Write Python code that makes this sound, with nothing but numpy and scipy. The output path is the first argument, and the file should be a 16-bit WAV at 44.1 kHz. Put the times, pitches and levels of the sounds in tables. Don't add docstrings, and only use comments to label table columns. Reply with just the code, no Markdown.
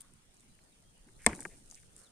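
import sys
import numpy as np
from scipy import signal
from scipy.io import wavfile
from scipy.ndimage import uniform_filter1d

SR = 44100
rng = np.random.default_rng(int(sys.argv[2]) if len(sys.argv) > 2 else 0)


def wav_out(sig):
    wavfile.write(sys.argv[1], SR, np.round(np.clip(np.atleast_2d(sig).T, -1, 1) * 32767).astype(np.int16))


def rack_gain(trim_db):
    fader = np.asarray(trim_db, float)
    return 10 ** (fader / 20)


N = 93095


def evened(x):
    return x / np.sqrt(np.mean(x ** 2) + 1e-20)


def read(points, hz):
    point_hz, value = np.transpose(points)
    return np.interp(np.log(hz + 1), np.log(point_hz + 1), value)


def curve(rows):
    row_s, value = np.transpose(rows)
    return np.interp(np.arange(N) / SR, row_s, value)


def add(mix, start_s, sound):
    part = mix[:, round(start_s * SR):][:, :sound.shape[1]]
    part += sound[:, :part.shape[1]]


def sides(pan_db):
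    return rack_gain(np.array([[0.5], [-0.5]]) * pan_db)


def resonate(x, hz, width_hz):
    b, a = signal.iirpeak(min(hz, SR / 2.2), hz / width_hz, SR)
    return signal.lfilter(b, a, x)


def noise(spectrum, same, patch_db, size):
    frames, hz = 4 * N // size + 5, np.fft.rfftfreq(size, 1 / SR)
    a, b, c, d, patches = rng.standard_normal((frames, len(hz), 5)).T
    patches = uniform_filter1d(patches, size=8, axis=0)
    patches = evened(uniform_filter1d(patches, size=8, axis=1))
    likeness = np.clip(read(same, hz), -1, 1)[:, None]
    left, other = a + 1j * b, c + 1j * d
    right = likeness * left + np.sqrt(1 - likeness ** 2) * other
    z = np.array([left, right]) * rack_gain(read(spectrum, hz)[:, None] + patch_db * patches)
    return evened(signal.istft(z, nperseg=size, noverlap=3 * size // 4)[1][:, :N])


def ring(modes, share=1, detune=0, centre_hz=None, reach_db=-23):
    out = 0
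    shifts = rng.uniform(-1, 1, len(modes))
    for (hz, level_db, t60_s, rise_ms, pan_db), shift in zip(modes, shifts):
        left_lag_s = 0.000124 * (hz > 3000)
        t = np.maximum(np.arange(SR // 5) / SR - np.array([[left_lag_s], [0]]), 0)
        swell = (1 - np.exp(-1000 * t / (rise_ms * share))) ** 2
        octaves = np.log2(hz / (centre_hz or hz))
        gain = rack_gain(level_db + reach_db * octaves ** 2 - 60 * t / (t60_s * share))
        tone = np.sin(2 * np.pi * hz * (1 + detune * shift) * t)
        out = out + sides(pan_db) * gain * swell * tone
    return out


def snap(t60_s, hz, width_hz, broad):
    t = np.arange(SR // 25) / SR
    both, left, right = rng.standard_normal((3, len(t)))
    shared = 0.41
    burst = shared * both + (1 - shared) * np.array([left, right])
    burst = burst * rack_gain(-60 * t / t60_s) * np.minimum(t / 0.00032, 1)
    peak = resonate(resonate(burst, hz, width_hz), hz, 2 * width_hz)
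    out = peak + broad * resonate(burst, 6000, 6730)
    return out / abs(out).max()


# [hz, correlation]
PORT_LIKENESS = [(60, 0.72), (240, 0.61), (950, -0.046), (3770, -0.14), (15000, -0.91)]
# [time_s, level_db]
WIND_LEVEL = [(0, -67.5), (.3, -67), (.7, -65), (1.0, -62.5), (1.09, -64), (1.2, -59.5), (1.4, -60.5),
              (1.6, -62), (2.11, -66.5)]
# [time_s, left_minus_right_db]
WIND_LEAN = [(0, -4), (.4, -4.5), (.6, -0.3), (1.6, .5), (2.11, -4)]
# [hz, density_db_per_hz]
WIND_SPECTRUM = [(2.9, -33.5), (5.0, 0), (16, 2), (38, -12), (155, -14), (609, -29), (900, -33),
                 (1170, -69), (1980, -120)]


def wind():
    gusts = noise(WIND_SPECTRUM + [(2000, -74.5)], PORT_LIKENESS, 3.5, size=2048)
    return rack_gain(curve(WIND_LEVEL)) * sides(curve(WIND_LEAN)) * gusts


# [hz, density_db_per_hz]
AIR_SPECTRUM = [(88, -33.5), (150, 0), (414, -11.0), (3350, -13.5), (7180, -19.5), (8900, -19.5),
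                (11500, -38), (14200, -30.5), (16000, -44)][:-3] + [(11500, -18.5), (15500, -11)]


def air():
    return rack_gain(-65.5) * noise([(60, -35.0)] + AIR_SPECTRUM, PORT_LIKENESS, 2.6, size=1024)


# [start_s, length_s, from_hz, to_hz, level_db]
LARK_NOTES = [
    (0.375, 0.028, 4050, 3800, -83),
    (0.403, 0.027, 3630, 3580, -82.5),
    (0.473, 0.069, 4080, 3930, -83),
    (0.61, 0.017, 4350, 4200, -79),
    (.712, 0.03, 4050, 3540, -81),
    (.835, 0.089, 3220, 3266, -82),
    (1.144, 0.028, 3840, 4300, -79.5),
    (1.365, 0.014, 4000, 3800, -71),
    (2.035, 0.048, 4480, 3290, -73),
]


def lark():
    out = np.zeros((2, N))
    for start_s, length_s, from_hz, to_hz, level_db in LARK_NOTES:
        u = np.arange(0, 1, 1 / (length_s * SR))
        drift = evened(uniform_filter1d(rng.standard_normal(4410), size=200))
        waver = 1.3 + 0.48 * drift[:len(u)]
        tone = np.sin(2 * np.pi * np.cumsum(from_hz + (to_hz - from_hz) * u) / SR)
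        add(out, start_s, rack_gain(level_db + 3.5) * sides(6) * tone * waver * np.sin(np.pi * u) ** 0.54)
    return out


# [start_s, level_db, pitch_hz]
STEMS = [(.0054, -41, 8800), (.0084, -36.5, 9200), (0.017, -39, 9000), (.1366, -50, 8800),
         (.0762, -65, 9300), (0.2237, -64, 7560), (.3431, -53.5, 8800), (0.3676, -53, 6800),
         (0.397, -52, 7300), (0.406, -51.5, 8250), (0.5512, -52, 9140), (.6379, -51, 8300),
         (0.692, -59, 8560), (0.722, -56, 8600), (0.7596, -59, 8550), (0.979, -53, 8700),
         (0.824, -54.5, 7100), (1.35, -38, 7800), (1.359, -40, 8800), (1.4054, -26.5, 8130),
         (1.4135, -35, 8100), (1.4293, -40, 8400), (1.4355, -45, 8100), (1.4511, -39.5, 6200),
         (1.456, -48, 7400), (1.7004, -42, 7540), (1.712, -39, 6440), (1.725, -49, 7400),
         (1.732, -51, 7600), (1.745, -41.5, 6300), (1.7531, -41, 7900), (1.9643, -38.5, 8270),
         (1.98, -46, 8400), (1.985, -54, 9100), (1.9934, -58, 9500), (2.0151, -61, 9200)]
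# [time_s, level_db]
RUSTLE_LEVEL = [(0, -62), (.04, -68), (.15, -70), (.28, -73.5), (.41, -69.5), (.9, -71), (1.18, -67.5),
                (1.25, -56.5), (1.3, -57), (1.44, -56.5), (1.47, -59), (1.6, -64.5), (1.69, -62.5),
                (1.75, -59.5), (1.9, -68.5), (1.96, -65), (2.0, -57.5), (2.11, -70.5)]
RUSTLE_PER_S, RUSTLE_SPREAD_DB = 3000, 2.8


def grass():
    out = np.zeros((2, N))
    for (start_s, level_db, pitch_hz), lean in zip(STEMS, rng.uniform(-1, 2, len(STEMS))):
        stem = snap(0.0089, pitch_hz, width_hz=2050, broad=0.17)
        add(out, start_s, rack_gain(level_db + 1.1) * sides(lean * 4.5) * stem)
    hit = rng.random((2, N)) < RUSTLE_PER_S / SR
    force = np.minimum(rng.exponential(1, (2, N)), 3.2)
    clicks = hit * rack_gain(RUSTLE_SPREAD_DB * force) * rng.standard_normal((2, N))
    peak = resonate(resonate(clicks, 8800, 900), 8800, 5300)
    broad = resonate(resonate(clicks, 7500, 5900), 7700, 6000)
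    return out + rack_gain(curve(RUSTLE_LEVEL)) * evened(peak + 0.67 * broad)


# [start_s, length_s, level_db, pitch_hz]
SCUFFS = [
    (0, 0.13, -73.5, 1230),
    (1.056, .05, -64, 230),
    (1.19, 0.069, -63.5, 1950),
    (1.297, 0.05, -53.5, 1900),
    (1.32, 0.028, -42.5, 199),
    (1.495, 0.083, -67.5, 2020),
    (1.757, 0.052, -67, 2290),
    (1.96, 0.18, -72.5, 1320),
    (1.93, 0.23, -74.5, 450),
    (1.4, .04, -66, 630),
]
SCUFF_Q, SCUFF_GRAINS_PER_S = 1.9, 1300


def scuffs():
    out = np.zeros((2, N))
    for start_s, length_s, level_db, pitch_hz in SCUFFS:
        u = np.arange(0, 1, 1 / (length_s * SR))
        a, b, pick = rng.standard_normal((3, SR // 4))[:, :len(u)]
        grit = 0.3 + 1.5 * (abs(pick) < SCUFF_GRAINS_PER_S / SR)
        grains = np.array([a, a + b * pitch_hz / 3000]) * grit
        width_hz = pitch_hz / SCUFF_Q
        brush = resonate(resonate(grains, pitch_hz, width_hz), pitch_hz, 1.1 * width_hz)
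        add(out, start_s, rack_gain(level_db) * evened(brush) * np.sin(np.pi * u ** 0.6))
    return out


# [hz, level_db, t60_s, rise_ms, left_minus_right_db]
TIP_MODES = [(180, -15, .14, 5, -1), (251, -12, 0.05, 2.5, -1), (371, -8, .04, 2, 0.5),
             (856, -8, .03, 0.9, -3), (1220, -10, 0.025, .9, -0.5), (1670, -3, 0.017, 0.9, 8.5),
             (1870, -4, .017, .9, 9), (2100, -5, 0.015, 0.8, 12)]
# [start_s, peak_db, centre_hz, ring_share]
KNOCKS = [(.115, -62, 290, 1.37), (.59, -51.5, 2100, 0.33), (1.076, -56.5, 297, 1.74),
          (1.087, -53.5, 1920, 0.8), (1.245, -40.5, 2030, 0.5), (1.3259, -39, 234, 0.68),
          (1.3313, -28.5, 1950, 0.49), (1.336, -40, 2100, 0.47), (1.391, -42.5, 1290, 0.59),
          (1.393, -43, 600, 0.48), (1.408, -46, 2200, 0.48), (1.4222, -42, 1800, 0.69),
          (1.452, -25, 1730, 0.61), (1.454, -34.5, 454, 0.59), (1.4563, -34, 1750, 0.59),
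          (1.457, -36, 840, 0.71), (1.46, -51, 179, 0.98), (1.724, -49, 725, 0.2), (1.832, -55, 2102, 0.63)]


def knocks():
    out = np.zeros((2, N))
    for start_s, peak_db, centre_hz, share in KNOCKS:
        blow = ring(TIP_MODES, share, detune=0.02, centre_hz=centre_hz, reach_db=-9)
        add(out, start_s, rack_gain(peak_db) * blow / abs(blow).max())
    return out


# [hz, density_db_per_hz]
SCATTER_SPECTRUM = [(24, -32.5), (40, 3.5), (527, -14), (980, -10), (1260, -20), (2280, -14.5),
                    (3300, -28.5), (8690, -26), (15000, -54)]
# [hz, t60_s]
SCATTER_T60 = [(60, 0.37), (250, 0.84), (700, 0.44), (2500, 0.3), (10000, 0.27)]


def scatter():
    likeness = [(600, 0.99), (1500, 0.37), (5000, 0.3)]
    hz, t, z = signal.stft(noise(SCATTER_SPECTRUM, likeness, 2.5, size=256), SR, nperseg=256)
    flicker_db = 1.5 * evened(uniform_filter1d(rng.standard_normal(len(t)), size=3))
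    decay_db = -60 * t / read(SCATTER_T60, hz)[:, None]
    tail = signal.istft(z * rack_gain(flicker_db + decay_db), SR, nperseg=256)[1]
    rise = np.minimum(np.arange(tail.shape[1]) / SR / 0.018, 1)
    return rack_gain(-39.5) * tail * rise


CLASH_S = 1.2634
# [hz, level_db, t60_s, rise_ms, left_minus_right_db]
HORN_MODES = [(65, -23.5, 0.11, 10, -0.5), (319, -24.5, 0.12, 3, 1), (220, -22.5, 0.058, 2.4, -0.5),
              (461, -15, 0.024, 0.86, 1.5), (3567, -18.5, 0.0073, .2, 6.5), (725, -24, 0.019, 0.59, -0.5),
              (886.5, -21, 0.013, .8, -1), (1011, -26, 0.019, 1.7, 2.5), (1824, -9.5, 0.011, 0.95, 7.5),
              (2083, -9, 0.0082, 0.62, 20), (4370, -16, 0.0061, 0.071, 8.5), (5400, -7.5, 0.0026, 0.18, 12),
              (8800, -19.5, 0.0051, 0.29, -7), (8420, -2, 0.0045, 0.13, 0.5)]
# [delay_ms, level_db, centre_hz, left_minus_right_db]
CONTACTS = [
    (1.88, -1.5, 8600, -14),
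    (2.78, -1, 2000, 0),
    (3.1, 11, 930, 0),
    (4.55, 3, 250, 0),
    (13, 1, 800, 0),
    (10.5, -17, 2100, 0),
    (7, -24, 8700, -8),
    (24, -27, 8600, 0),
    (28, -7, 950, 0),
]


def clash():
    out = np.zeros((2, N))
    add(out, CLASH_S, ring(HORN_MODES))
    add(out, CLASH_S, rack_gain(-16) * sides(2.5) * snap(0.025, 8350, width_hz=730, broad=1.0))
    for delay_ms, level_db, centre_hz, pan_db in CONTACTS:
        gains = rack_gain(level_db) * np.array([[rack_gain(pan_db)], [1]])
        add(out, CLASH_S + delay_ms / 1000, gains * ring(HORN_MODES, centre_hz=centre_hz))
    add(out, CLASH_S, scatter())
    return out


def scene():
    return wind() + air() + lark() + grass() + scuffs() + knocks() + clash()


def band_limit(x):
    return signal.sosfilt(signal.butter(12, 16500, fs=SR, output="sos"), x)


def record(dry):
    mic_hz, edge_hz, drop_db = 10300, 15900, -6
    shelf_hz = [0, mic_hz - 600, mic_hz + 900, edge_hz - 700, edge_hz, SR / 2]
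    shelf = signal.firwin2(257, shelf_hz, [1, 1, rack_gain(drop_db), rack_gain(drop_db - 3), 0, 0], fs=SR)
    return band_limit(signal.oaconvolve(dry, shelf[None], "same"))


dry = scene()
out = record(dry)
wav_out(out)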